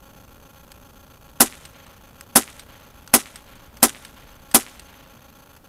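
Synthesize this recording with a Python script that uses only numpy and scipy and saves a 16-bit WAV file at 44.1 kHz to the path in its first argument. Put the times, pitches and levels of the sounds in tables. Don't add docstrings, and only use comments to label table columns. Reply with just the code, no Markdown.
import sys
import numpy as np
from scipy import signal
from scipy.fft import rfft, irfft, next_fast_len
from scipy.io import wavfile
from scipy.ndimage import map_coordinates

SR = 44100
rng = np.random.default_rng(int(sys.argv[2]) if len(sys.argv) > 2 else 0)


def int16_out(signal):
    q = np.round(np.clip(np.atleast_2d(signal).T, -1, 1) * 32767)
    wavfile.write(sys.argv[1], SR, q.astype(np.int16))


def rack_gain(trim_db):
    fader = np.asarray(trim_db, float)
    return 10 ** (fader / 20)


N = 250864


def unit(x):
    return x / np.sqrt(np.mean(x ** 2) + 1e-20)


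def along(points, at):
    return np.interp(at, *np.transpose(points))


def filtered(x, response):
    m = next_fast_len(len(x) + 8192)
    return irfft(rfft(x, m) * response(np.fft.rfftfreq(m, 1 / SR)), m)[:len(x)]


def modes(table):
    def response(f):
        total = 0
        for k, (centre, width, db) in enumerate(table):
            damping = 1j * f * width
            total = total + (-1) ** k * rack_gain(db) * damping / (centre * centre - f * f + damping)
        return total
    return response


def noise(spectrum, size):
    f, db = np.transpose(spectrum)
    white = rng.standard_normal(size)
    return unit(filtered(white, lambda hz: rack_gain(np.interp(np.log(hz + 1), np.log(f), db))))


def add(track, s, sound):
    part = track[round(s * SR):][:len(sound)]
    part += sound[:len(part)]


def wind_rumble():
    # f/Hz, level/dB per Hz
    rumble_colour = [(10, -33.5), (20, -0.5), (45, -3.5), (57, 2), (70, -1.5), (130, -5.5), (230, -8),
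                     (330, -14.5), (600, -16.5), (1500, -36.5)]
    # t/s, level/dB
    wind_level = [(0, -53.5), (1.9, -53.5), (3.4, -53.5), (4.3, -53), (5.69, -55)]
    t = np.arange(N) / SR
    lumps = map_coordinates(rng.standard_normal(80), [t * 11.0])
    rumble = unit(rack_gain(0.53 * lumps) * noise(rumble_colour, N))
    return rack_gain(along(wind_level, t) + 2.5) * rumble


def amplifier_hiss():
    # f/Hz, level/dB per Hz
    hiss_colour = [(200, -5), (600, -2), (1400, -6), (2100, -13), (3300, -15), (5000, -19), (9300, -21),
                   (12000, -19), (14200, -21), (15600, -30), (15900, -44)]
    return rack_gain(-59.5) * noise(hiss_colour, N)


def converter_whistle():
    return rack_gain(-65) * np.sin(2 * np.pi * 14610.4 * np.arange(N) / SR)


def packets():
    # start t/s, end t/s
    holds = [(.0035, .0118), (.0165, .0248), (.0825, .0905), (.1165, .133)]
    # start t/s, end t/s
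    stalls = [(1.177, 1.195), (3.686, 3.712), (5.598, 5.64)]
    frames_s = .13315
    first_s, period_s, lasts_s, packet_s = .0188, .03602, .025, .00363
    starts = []
    for first in np.arange(first_s - period_s, N / SR, period_s):
        s = first + rng.normal(0, .001)
        while s < first + lasts_s:
            s += sum(end - s % frames_s for start, end in holds if start <= s % frames_s < end)
            if 0 <= s < min(first + lasts_s, N / SR):
                starts.append(s)
            s += packet_s
    return [s for s in starts if not any(a < s < b for a, b in stalls)]


def buzz():
    # start t/ms, end t/ms, size [ratio], ripple [ratio]
    packet_current = [
        (0, .55, 1, .7),
        (.95, 1.42, .9, .75),
        (1.58, 2.0, .85, 1.1),
        (2.07, 2.62, .75, 1),
    ]
    # f/Hz, width/Hz, level/dB
    chatter = [(2800, 830, 1.5), (4504, 300, 1.5), (6226, 390, 3.5), (7900, 990, -4), (10180, 690, -0.5),
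               (11400, 700, 1.5), (13300, 1300, 1.5)]
    current, busy, ms = np.zeros(N), np.zeros(N), np.arange(160) / SR * 1000
    starts = packets()
    for s, chance in zip(starts, rng.standard_normal((len(starts), 9))):
        slip = .07 * chance[8]
        for k, (start, end, size, ripple) in enumerate(packet_current):
            on = ms >= start + .025 * chance[k] + slip
            flowing = on * (ms < end + .025 * chance[k + 4] + slip)
            add(current, s, size * flowing)
            add(busy, s, ripple * flowing)
    sag = filtered(current, lambda f: 1j * f / (200 + 1j * f) / (1 + 1j * f / 6000) ** 2)
    clock = filtered(rng.standard_normal(N), modes(chatter))
    ripple = unit(filtered(busy * clock, modes(chatter)))
    return rack_gain(-43) * sag + rack_gain(-58.5) * ripple


def trigger():
    # t/s, peak level/dB, reset [0 = sear taken up .. 1 = sear resets], rattle t60/s
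    clicks = [(.7177, -29, 0.067, 0.033), (1.6522, -26, 0.64, 0.064), (1.865, -38, 0.99, 0.016),
              (2.2095, -25, 0.013, 0.012), (2.5946, -26.5, 0.71, 0.083), (2.8, -45, 1, 0.016),
              (3.076, -26.5, 0.095, 0.026), (3.3575, -25, 0.47, 0.064), (3.555, -40, 0.76, 0.024),
              (3.7705, -29.5, -0.67, 0.038), (4.0493, -26, 0.78, .04), (4.5132, -28.5, 0.36, 0.074),
              (4.7951, -28, 0.67, 0.048), (5.564, -39, -0.79, 0.09)]
    # f/Hz, width/Hz, take-up level/dB, reset level/dB
    frame_modes = [(1540, 900, -3.5, -9), (3130, 2300, -2.5, 2), (5000, 1400, -10, -5),
                   (8440, 470, -2.5, 5), (11500, 940, -15, -19)]

    def contact(f):
        return rack_gain(-7) * 1j * f / (1500 + 1j * f) / (1 + 1j * f / 9000)

    out, t = np.zeros(N), np.arange(SR // 10) / SR
    for s, db, reset, t60 in clicks:
        crack = rack_gain(-60 * t / (.012 + .012 * abs(reset)))
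        rattle = rack_gain(-2.5 - 60 * t / abs(t60))
        second_hit = rack_gain(-28 - 60 * np.abs(t - .0042) / 0.01) * (t > .0042)
        force = (crack + rattle + second_hit) * rng.standard_normal(len(t))
        frame = [(c, w, up + reset * (back - up)) for c, w, up, back in frame_modes]
        click = filtered(force, lambda f: modes(frame)(f) + contact(f))
        add(out, s, rack_gain(db) * click / np.abs(click).max())
    return out


def answers(t, column, loss):
    zones = [
        (.006, 0.0031, 0.062, -26.5, -15.5),
        (0.019, 0.012, 0.094, -24.5, -15),
        (0.045, 0.024, 0.21, -48.5, -31),
        (0.111, 0.033, 1.1, -51.5, -47.5),
        (0.346, 0.057, 1.4, -54, -84),
        (0.599, .1, 3.1, -65.5, -98),
    ]
    power = 0
    for row in zones:
        arrival, held, t60 = row[:3]
        rise_s = min(0.68 * arrival, 0.054)
        rise_db = -20 * np.maximum(arrival - t, 0) / rise_s
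        decay_db = -60 * np.maximum(t - arrival - held, 0) / (loss * t60)
        power = power + rack_gain(row[column] + rise_db + decay_db) ** 2
    return np.sqrt(power)


def scattered_pop(t):
    # f/Hz, level/dB per Hz
    near_colour = [(80, -29.5), (140, -17.5), (250, 9), (800, -5.5), (1400, -10.5), (2500, -17),
                   (5000, -20.5), (8000, -43)]
    # f/Hz, level/dB per Hz
    far_colour = [(200, -22), (600, 2.5), (1500, 4), (3300, 1.5), (5000, -7.5), (9000, -21.5), (15000, -44)]
    far = np.clip((t - .05) / 0.13, 0, 1)
    diffuse = np.sqrt(1 - far) * noise(near_colour, len(t)) + np.sqrt(far) * noise(far_colour, len(t))
    trunks = rack_gain(3 * noise([(20, 4), (250, 0.0), (600, -31)], len(t)))
    return answers(t, column=3, loss=1) * trunks * diffuse


def slapbacks(t):
    slaps = [(.0609, -21, 2800), (.0697, -28, 3000), (.0723, -21, 2600), (.0809, -24, 2400),
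             (.1061, -33, 3800), (.1252, -27, 1900), (.1256, -26, 3300), (.1338, -33, 1800),
             (.1348, -32, 2200), (.1418, -29, 2600), (.1503, -36, 2800), (.172, -38, 4500),
             (.1776, -38, 3000), (.2175, -36, 2300), (.2437, -36, 3000), (.2665, -39, 3000),
             (.2725, -39, 2600), (.349, -40, 2800), (.402, -39, 2600)]
    out = 0
    for s, db, hz in slaps:
        u = t - s
        window = np.exp(-(u * hz / .62) ** 2)
        out = out + rack_gain(db) * window * np.sin(2 * np.pi * hz * u * (1 - 150 * u))
    return rack_gain(-1.5) * out


def body_ring(t):
    # f/Hz, level/dB, t60/s
    body_modes = [(237.4, -12.5, 0.1), (580, -19, 0.023), (672, -23.5, 0.12), (789.2, -10, 0.083),
                  (1045, -21.5, 0.041), (1205, -24.5, .07), (1330, -16, 0.068), (1990, -22, 0.12)]
    since = np.maximum(t - .0046, 0)
    ring = sum(rack_gain(db - 60 * since / t60) * np.sin(2 * np.pi * hz * since) for hz, db, t60 in body_modes)
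    return ring * (1 - np.exp(-since / .0015))


def pulses():
    wall_loss = [-9, -21]
    tick_s, tick_gap_s, tick_ms = .0018, .00093, .095
    push_ms, pull_lead_s = .23, .00235
    pull_db, pull_fade_db = -3, 16
    wall_s = .0175
    ticks = [(tick_s + k * tick_gap_s, db, (-1) ** k * tick_ms) for k, db in enumerate([-26, -17, -16, -19])]
    bounces = zip([.00895, .0129, .0165, .0205], [-4.5, -15, -3, -9])
    pushes = [(s, db, push_ms) for s, db in bounces]
    pulls = [(s - pull_lead_s, pull_db - k * pull_fade_db, -ms) for k, (s, _, ms) in enumerate(pushes)]
    returns = []
    for k, loss in enumerate(wall_loss):
        returns += [(s + (k + 1) * wall_s, db + loss, ms) for s, db, ms in pushes + pulls]
    return ticks + pushes + pulls + returns


def pulse_train(t):
    train = 0
    for s, db, ms in pulses():
        u = np.clip((t - s) * 1000 / ms, -20, 20)
        train = train + rack_gain(db) * u * np.exp(.5 - u * u / 2)
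    return 0.69 * train


def pop(t):
    return pulse_train(t) + slapbacks(t) + body_ring(t) + scattered_pop(t)


def gas_jets(t):
    # t/s after release, level/dB, held t/s, t60/s
    jets = [
        (.0008, -31, .002, .02),
        (.0026, -25, .003, .02),
        (.0054, -9, .001, .006),
        (.0061, 3, .0022, .006),
        (.0103, 0, .0006, .02),
        (.0152, 3, .0007, .007),
        (.0192, 1, .0003, .008),
        (.0237, -10, .0003, .006),
    ]
    # f/Hz, level/dB per Hz
    jet_colour = [(710, -40.5), (1200, -9), (2020, -8), (2710, -11), (2960, -10), (4150, -11.5), (5330, -4),
                  (5880, -9.5), (11000, 1), (15100, -13), (16200, -34)]
    # f/Hz, width/Hz, level/dB
    muzzle_modes = [(7790, 900, -18), (9530, 3400, 6), (6300, 250, -8.5)]
    opening = 0
    for s, db, held, t60 in jets:
        decay_db = -60 * np.maximum(t - s - held, 0) / t60
        opening = opening + rack_gain(db + rng.normal(0, 1) + decay_db) * (t >= s)
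    broad = noise(jet_colour, len(t))
    jet = unit(0.69 * broad + unit(filtered(broad, modes(muzzle_modes))))
    return rack_gain(-5.5) * opening * jet


def scattered_gas(t):
    # f/Hz, level/dB per Hz
    spray_colour = [(710, -37.5), (1200, -2), (1780, -5), (2660, -10.5), (3520, -5), (4430, -7.5),
                    (6480, -1.5), (8410, 0), (10800, 2.5), (16200, -11.5)]
    flutter = 3.5 * np.clip(t / .08, 0, 1) * noise([(20, 0), (200, 0), (500, -40)], len(t))
    spray = noise(spray_colour, len(t))
    dull = filtered(spray, lambda f: 1 / (1 + (f / 10500) ** 4))
    late = np.clip(t / .075, 0, 1)
    spray = (1 - late) * spray + late * dull
    return answers(t, column=4, loss=0.64) * rack_gain(flutter) * spray


def pistol():
    shots = [
        1.39998,
        2.35245,
        3.13295,
        3.82304,
        4.54,
    ]
    charge = [0, 0, 0, 0, 0]
    out, t = np.zeros(N), np.arange(SR) / SR
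    same_pop = pop(t)
    for s, db in zip(shots, charge):
        add(out, s, rack_gain(db) * (same_pop + gas_jets(t) + scattered_gas(t)))
    return out


def scene():
    background = wind_rumble() + amplifier_hiss() + converter_whistle()
    return (background + trigger() + pistol())[None]


def top_cut(x):
    return signal.sosfilt(signal.butter(12, 16310, fs=SR, output="sos"), x)


def record(dry):
    x = (dry + buzz())[0]
    x = x / (1 + np.abs(x / .99) ** 10) ** .1
    x = filtered(x, lambda f: 1 / (1 + (f / 15700) ** 140))
    mix = np.clip(x, -1, 1)[None]
    return top_cut(mix)


dry = scene()
out = record(dry)
int16_out(out)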